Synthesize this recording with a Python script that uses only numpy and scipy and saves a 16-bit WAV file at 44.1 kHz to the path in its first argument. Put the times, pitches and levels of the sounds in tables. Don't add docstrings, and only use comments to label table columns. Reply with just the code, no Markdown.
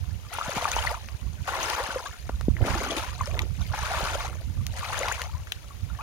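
import sys
import numpy as np
from scipy import signal
from scipy.fft import rfft, irfft, next_fast_len
from scipy.io import wavfile
from scipy.ndimage import uniform_filter1d

SR = 44100
rng = np.random.default_rng(int(sys.argv[2]) if len(sys.argv) > 2 else 0)


def pcm_store(signal):
    levels = np.round(np.clip(np.atleast_2d(signal), -1, 1) * 32767)
    wavfile.write(sys.argv[1], SR, levels.astype(np.int16).T)


N = 265482
PORT_LAG_S, LAG_SPREAD_S = .0001, .0001


def amp(db):
    return 10 ** (np.asarray(db) / 20)


def unit_rms(x):
    return x / np.sqrt(np.mean(x ** 2) + 1e-20)


def hiss():
    return rng.standard_normal((2, N))


def colour(x, spectrum):
    size = next_fast_len(N + 4096)
    freq_hz, *columns_db = np.transpose(spectrum)
    log_hz = np.log(np.fft.rfftfreq(size, 1 / SR) + 1)
    gain = amp([np.interp(log_hz, np.log(freq_hz), db) for db in columns_db])
    return irfft(rfft(x, size) * gain, size)[:, :N]


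def add(mix, start_s, sound, spread_s=0):
    for channel, lag_s in zip(mix, (PORT_LAG_S + spread_s * rng.standard_normal(), 0)):
        part = channel[max(round((start_s + lag_s) * SR), 0):][:len(sound)]
        part += sound[:len(part)]


def ring(pitch_hz, t60_s, glide_oct_per_s, onset_cycles=0.45):
    t = np.arange(int(t60_s * SR) + 16) / SR
    hz = np.minimum(pitch_hz * 2 ** (glide_oct_per_s * t), SR / 2)
    envelope = (1 - np.exp(-(t * pitch_hz / onset_cycles) ** 2)) * amp(-60 * t / t60_s)
    return envelope / envelope.max() * np.sin(2 * np.pi * np.cumsum(hz) / SR)


def surges(slowest_hz, fastest_hz):
    t = np.arange(N) / SR
    rates_hz = np.geomspace(slowest_hz, fastest_hz, 20)
    return unit_rms(sum(np.sin(2 * np.pi * (hz * t + rng.random())) / np.sqrt(hz) for hz in rates_hz))


def swarm(low_hz, high_hz, busy, per_s, cycles, spread_db, glide_oct, sizes, candidates=1500):
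    out = np.zeros((2, N))
    for hz in np.geomspace(low_hz, high_hz, sizes):
        when, loudness, sign, chance = rng.random((candidates, 4)).T
        lag_s = PORT_LAG_S + LAG_SPREAD_S * rng.standard_normal(candidates)
        t60_s = cycles * 2 ** (2 * rng.random() - 1) / hz
        bubble = ring(hz, t60_s, glide_oct * rng.random() / t60_s)
        share = busy[(when * N).astype(int)]
        born = chance < share * per_s * N / SR / sizes / candidates
        level_db = spread_db * np.minimum(-np.log(loudness), 4)
        strength = born * np.sign(sign - .5) * amp(level_db) / np.sqrt(share)
        arrivals = (when * N + np.array([lag_s * SR, 0 * lag_s])).astype(int) % N
        impulses = np.array([np.bincount(port, strength, N) for port in arrivals])
        gain = np.sqrt(hz / np.sum(strength ** 2) / np.sum(bubble ** 2))
        out += gain * signal.oaconvolve(impulses, bubble[None], axes=1)[:, :N]
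    return unit_rms(out)


def stir_power(start_s, length_s, level_db, change_db, shape):
    rise_db_per_s, end_dip_db, fall_db_per_s, trickle_db, fade_db_per_s = shape
    t = np.arange(N) / SR - start_s
    before_s, after_s = np.maximum(-t, 0), np.maximum(t - length_s, 0)
    progress = np.clip(t / length_s, 0, 1)
    arch_db = change_db * (progress - .5) - end_dip_db * (2 * progress - 1) ** 2
    tail_db = np.maximum(-fall_db_per_s * after_s, trickle_db - fade_db_per_s * after_s)
    return amp(level_db - rise_db_per_s * before_s + arch_db + tail_db) ** 2


# rise_db_per_s, end_dip_db, fall_db_per_s, trickle_db, fade_db_per_s
SLOSH_SHAPE, SPRAY_SHAPE = (201, 4, 209, -6, 78), (228, 4.5, 153, -6, 60)
# start_s, length_s, slosh_db, spray_db, change_db
DRAGS = [(0.334, 0.58, -34, -35.5, 6), (1.491, 0.51, -32.5, -35.5, -4.5), (2.037, 0.036, -41.5, -41, 8),
         (2.663, 0.43, -35, -36.5, -7), (3.156, 0.25, -43, -44.5, -1), (3.607, 0.12, -52, -45.5, -11),
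         (3.757, 0.5, -32.5, -35, -0.5), (4.766, 0.47, -34.5, -36.5, 0), (6.017, 0.28, -37.5, -47, 0)]


def wading(ripple_db=-58.5, fizz_db=-55, slap_db=-2, full_stir_db=-33,
           slosh_surge_db=1, spray_surge_db=1.43):
    flung_power = burst_power()
    slosh_power = amp(ripple_db) ** 2 + amp(slap_db) ** 2 * flung_power
    spray_power = amp(fizz_db) ** 2
    for start_s, length_s, slosh_db, spray_db, change_db in DRAGS:
        slosh_power += stir_power(start_s, length_s, slosh_db, change_db, SLOSH_SHAPE)
        spray_power += stir_power(start_s, length_s, spray_db, change_db, SPRAY_SHAPE)
    stir = np.sqrt(slosh_power)
    surge = surges(14, 90)
    busy = np.clip(stir / amp(full_stir_db), .25, 1)
    body = stir * slosh(busy)
    splash = np.sqrt(spray_power) * spray(busy) + np.sqrt(flung_power) * crackle()
    return amp(slosh_surge_db * surge) * body + amp(spray_surge_db * surge) * splash


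# freq_hz, gain_db
SLOSH_SPECTRUM = [(330, -16.5), (520, -2.5), (900, 4), (1350, 5.5), (2000, 1.5), (2800, -3)]


def slosh(busy):
    bubbles = swarm(423.7, 3034, busy, per_s=1200, cycles=40, spread_db=3.1, glide_oct=.65, sizes=40)
    return unit_rms(colour(bubbles, SLOSH_SPECTRUM))


# freq_hz, gain_db
SPRAY_SPECTRUM = [(1300, -6), (2300, 6), (3100, 2.5), (4200, 0.5), (6500, -5), (9500, -7), (12000, -17)]


def spray(busy, mist_db=-5.5):
    bubbles = swarm(1790, 14970, busy, per_s=4000, cycles=34, spread_db=3, glide_oct=.29, sizes=32)
    return unit_rms(colour(bubbles + amp(mist_db) * hiss(), SPRAY_SPECTRUM))


# start_s, level_db
SPRAY_BURSTS = [(0.322, -37.5), (.552, -33.5), (0.829, -45), (1.47, -36.5), (1.607, -29.5), (1.69, -34),
                (2.657, -33.5), (2.963, -29), (3.736, -41.5), (3.941, -31.5), (4.035, -35.5), (4.927, -35),
                (5.115, -53)]


def burst_power(rise_s=0.0062, t60_s=0.49):
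    power = np.zeros(N)
    for start_s, level_db in SPRAY_BURSTS:
        age_s = np.maximum(np.arange(N) / SR - start_s, 0)
        power += (amp(level_db - 60 * age_s / t60_s) * np.minimum(age_s / rise_s, 1)) ** 2
    return power


# freq_hz, gain_db
CRACKLE_SPECTRUM = [(900, 1.5), (2600, 15), (6000, -0.5), (10000, -2), (15000, -15)]


def crackle(spread_db=3, step_samples=44):
    steps_db = spread_db * rng.standard_normal(N // step_samples + 1)
    strength = np.repeat(amp(steps_db), step_samples)[:N]
    return unit_rms(colour(hiss() * strength, CRACKLE_SPECTRUM))


# start_s, level_db, pitch_hz, t60_s, glide_oct_per_s
AIR_POCKETS = [(0.385, -19.5, 950, 0.0084, -9), (0.412, -18.5, 1260, 0.02, 12),
               (.492, -27, 623, 0.034, -12), (.58, -20, 880, 0.021, -20), (0.6118, -24, 1130, .015, -15),
               (.624, -25, 746, 0.028, -36), (.654, -12, 1240, 0.01, -22), (0.7304, -22.5, 2286, 0.1, 17),
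               (0.765, -15, 865, 0.0066, 11), (.784, -25, 987, 0.06, -28), (.789, -16, 3080, 0.016, 1),
               (.825, -19.5, 2850, 0.018, -5), (0.8503, -20.5, 1040, 0.007, -33),
               (.871, -13, 1865, 0.024, 34), (0.914, -32, 525, 0.16, 24), (0.943, -24, 1260, 0.017, 12),
               (1.7985, -28.5, 477, 0.1, 11), (1.959, -23, 528, 0.057, -3), (2.059, -32, 1150, 0.066, -2),
               (2.295, -18.5, 610, 0.0017, -5.5), (2.567, -22, 1950, 0.0067, 12),
               (2.907, -18.5, 3340, 0.018, 5), (3.209, -18.5, 1105, 0.041, -12),
               (3.274, -33.5, 530, 0.11, 14.5), (3.9095, -26.5, 696, 0.058, 18),
               (4.073, -24, 1430, 0.027, -12), (4.152, -24, 605, 0.034, -5),
               (4.247, -29.5, 727, 0.09, 29.5), (5.008, -29, 465, 0.34, 21.5),
               (5.032, -17, 2030, 0.025, 31), (5.114, -18, 1435, 0.065, 53), (5.347, -40, 965, 0.14, 5),
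               (5.5219, -14, 2850, 0.0042, -18), (5.706, -41, 1140, 0.058, -2.5),
               (5.9, -39.5, 1350, .05, 7), (5.988, -35, 1050, 0.27, 11)]


def plops():
    out = np.zeros((2, N))
    for start_s, level_db, pitch_hz, t60_s, glide_oct_per_s in AIR_POCKETS:
        add(out, start_s, amp(level_db) * ring(pitch_hz, t60_s, glide_oct_per_s, onset_cycles=1))
    return out


# start_s, length_s, level_db
FOLDS = [(1.475, 0.018, -30.5), (1.533, 0.0083, -28), (1.777, .024, -30), (2.677, .008, -27),
         (2.695, 0.031, -33), (3.365, .06, -43), (3.734, 0.013, -30), (4.923, .012, -29.5),
         (5.039, .07, -36)]


def gurgles(centre_hz=1300, spread_oct=0.7, count=12, cycles=20.4, glide_oct_per_s=18):
    out = np.zeros((2, N))
    for start_s, length_s, level_db in FOLDS:
        clump = np.zeros((2, N))
        for turn, (jitter, pitch_draw) in enumerate(rng.random((count, 2))):
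            hz = centre_hz * 2 ** (spread_oct * (2 * pitch_draw - 1))
            birth_s = start_s + length_s * (turn + jitter) / count
            add(clump, birth_s, ring(hz, cycles / hz, glide_oct_per_s), LAG_SPREAD_S)
        out += amp(level_db) * np.sqrt(length_s * SR / N) * unit_rms(clump)
    return out


# freq_hz, gain_db
CHURN_SPECTRUM = [(100, -20), (200, -6), (330, -2.5), (480, -5.5), (700, -2)]
# start_s, length_s, level_db, deepest_hz
PLUNGES = [(0.576, 0.0094, -41, 150), (1.53, 0.52, -51.5, 394), (2.624, 0.358, -39.5, 170),
           (3.359, 0.094, -45, 397), (4.005, 0.41, -52.5, 416), (4.998, 0.11, -44.5, 565)]


def gulps(change_db=-8, shape=(352, -3, 500, -17, 53)):
    bubbles = swarm(152, 572, np.ones(N), per_s=360, cycles=7.4, spread_db=4, glide_oct=.92, sizes=10)
    churn = colour(bubbles, CHURN_SPECTRUM)
    out = np.zeros((2, N))
    for start_s, length_s, level_db, deepest_hz in PLUNGES:
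        high_pass = signal.butter(3, deepest_hz, "high", fs=SR, output="sos")
        envelope = np.sqrt(stir_power(start_s, length_s, level_db, change_db, shape))
        out += envelope * unit_rms(signal.sosfilt(high_pass, churn))
    return out


# start_s, level_db, centre_hz, t60_s
WET_CRACKS = [(0.717, -15, 5140, 0.0056), (1.087, -25.5, 2000, 0.0051), (1.7, -19, 5400, 0.0072),
              (2.292, -30.5, 1320, 0.028), (2.411, -22.5, 1380, 0.0043), (3.272, -26, 2120, 0.012),
              (3.392, -9.5, 2330, 0.0053), (3.419, -28, 3200, 0.011), (4.667, -9, 1980, 0.00089),
              (5.084, -18, 2170, 0.015), (5.2171, -19.5, 2380, 0.014), (5.4713, -36.5, 1800, 0.042),
              (5.52, -18.5, 3250, 0.018)]


def snaps(spatter_gain=0.98, band_ratio=1.23, crack_db=-10):
    out = np.zeros((2, N))
    t = np.arange(SR // 20) / SR
    for start_s, level_db, centre_hz, t60_s in WET_CRACKS:
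        band = signal.butter(1, [centre_hz / band_ratio, centre_hz * band_ratio], "band", fs=SR)
        decay = amp(-60 * t / t60_s)
        spatter = signal.lfilter(*band, rng.standard_normal(len(t)) * decay)
        spatter *= spatter_gain * np.linalg.norm(decay) / np.linalg.norm(spatter)
        crack = signal.lfilter(*band, signal.unit_impulse(len(t)))
        add(out, start_s, amp(level_db) * spatter, LAG_SPREAD_S)
        add(out, start_s, amp(level_db + crack_db) * crack / crack.max(), LAG_SPREAD_S)
    return out


# start_s, level_db, pitch_hz
NEAR_DROPLETS = [(.3393, -28.5, 9300), (0.3877, -26, 3300), (0.4917, -36, 3220), (.644, -17, 2400),
                 (0.687, -30, 5700), (0.7606, -24, 6120), (.868, -21.5, 4400), (1.6305, -22, 6200),
                 (1.6425, -23, 2800), (1.6585, -23, 5000), (1.8383, -26, 4830), (2.9812, -21, 3600),
                 (3.2143, -33, 6400), (3.258, -27, 5280), (3.7898, -29, 6000), (4.0407, -24, 4300),
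                 (4.991, -20.5, 6970), (5.124, -22.5, 6820), (5.2388, -34, 5760)]


def droplets(ping_t60_s=0.012, glide_oct_per_s=12, tick_hz=9500, equal_hz=5000, tick_db_per_oct=10):
    out = np.zeros((2, N))
    tick = ring(tick_hz, 10 / tick_hz, 0)
    for start_s, level_db, pitch_hz in NEAR_DROPLETS:
        tick_db = level_db + tick_db_per_oct * np.log2(pitch_hz / equal_hz)
        add(out, start_s, amp(tick_db) * tick, LAG_SPREAD_S)
        add(out, start_s, amp(level_db) * ring(pitch_hz, ping_t60_s, glide_oct_per_s), LAG_SPREAD_S)
    return out


# start_s, level_db, pitch_hz, t60_s
HEEL_KNOCKS = [(.48, -30.5, 240, 0.046), (0.564, -29, 293, 0.098), (1.889, -33.5, 270, 0.011),
               (2.483, -11, 288, 0.016), (4.031, -30, 193, 0.12)]


def heels(sag_oct_per_s=110):
    out = np.zeros((2, N))
    for start_s, level_db, pitch_hz, t60_s in HEEL_KNOCKS:
        add(out, start_s, -amp(level_db) * ring(pitch_hz, t60_s, -sag_oct_per_s, onset_cycles=0.35))
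    return out


def with_scatter(x, near_db=-12, near_t60_s=0.058, far_db=-21, far_t60_s=0.27):
    t = np.arange(SR // 2) / SR
    response = 0
    for level_db, t60_s in ((near_db, near_t60_s), (far_db, far_t60_s)):
        taps = rng.standard_normal((2, len(t))) * amp(-60 * t / t60_s) * (t > .001)
        response += amp(level_db) * taps / np.linalg.norm(taps, axis=1, keepdims=True)
    return x + signal.fftconvolve(x, response, axes=1)[:, :N]


# freq_hz, gain_db
EDDY_SPECTRUM = [(22, -33), (40, -1.5), (60, 9.5), (83, 8), (110, 1.5), (165, -5), (230, -11.5),
                 (500, -33.5)]
# peak_s, sigma_s, left_db, right_db, cutoff_hz
PORT_GUSTS = [(0.048, 0.12, -56, -28.5, 168), (0.83, 0.083, -70, -29.5, 97), (1.286, 0.14, -60.5, -29, 296),
              (2.332, 0.074, -38, -28.5, 111), (2.573, 0.13, -50, -21, 184), (3.44, 0.21, -51, -26.5, 207),
              (3.95, 0.71, -50, -32, 135), (4.572, 0.11, -48, -26.5, 305), (4.868, 0.35, -39.5, -73, 89),
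              (5.34, 0.058, -32.5, -45, 129), (5.869, 0.074, -60, -29, 140)]


def wind(buffet_db=4, breeze_left_db=-52, breeze_right_db=-41.5, breeze_cutoff_hz=116):
    t = np.arange(N) / SR
    eddies = colour(hiss(), EDDY_SPECTRUM) * amp(buffet_db * surges(6, 25))

    def blow(left_db, right_db, cutoff_hz):
        shifted = np.roll(eddies, rng.integers(N), axis=1)
        low = signal.sosfilt(signal.butter(2, cutoff_hz, fs=SR, output="sos"), shifted)
        running_rms = np.sqrt(uniform_filter1d(low ** 2, size=SR // 8, axis=1) + 1e-12)
        return amp([[left_db], [right_db]]) * low / running_rms

    gusts = np.zeros((2, N))
    for peak_s, sigma_s, left_db, right_db, cutoff_hz in PORT_GUSTS:
        gusts += np.exp(-.5 * ((t - peak_s) / sigma_s) ** 2) * blow(left_db, right_db, cutoff_hz)
    return gusts + blow(breeze_left_db, breeze_right_db, breeze_cutoff_hz)


# freq_hz, gain_db
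AIR_SPECTRUM = [(500, -6), (1200, -12), (2500, -6.5), (6500, -15), (10000, -14), (16000, -23.5)]


def outdoor_air(left_db=-51.5, right_db=-56):
    return amp([[left_db], [right_db]]) * unit_rms(colour(hiss(), AIR_SPECTRUM))


def scene():
    air = outdoor_air()
    water = wading() + gulps() + with_scatter(plops() + gurgles() + snaps() + droplets())
    return water + heels() + wind() + air


# freq_hz, left_db, right_db
PORT_RESPONSE = [(196, 4, 1.5), (536, 3.5, 2), (1300, 2, -2), (2000, -1, -9), (2760, -1.5, -5.5),
                 (3590, 0, -5.5), (5580, 1.5, -6), (6750, 7, -9), (7550, -6, -7), (9760, -1.5, 1),
                 (11000, -3, 0), (12600, 2.5, 3.5), (15500, 2, -1.5)]


def record(dry, cutoff_hz=16000):
    low_pass = signal.firwin(511, cutoff_hz, window=("kaiser", 9), fs=SR)
    return signal.oaconvolve(colour(dry, PORT_RESPONSE), low_pass[None], "same")


dry = scene()
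out = record(dry)
pcm_store(out)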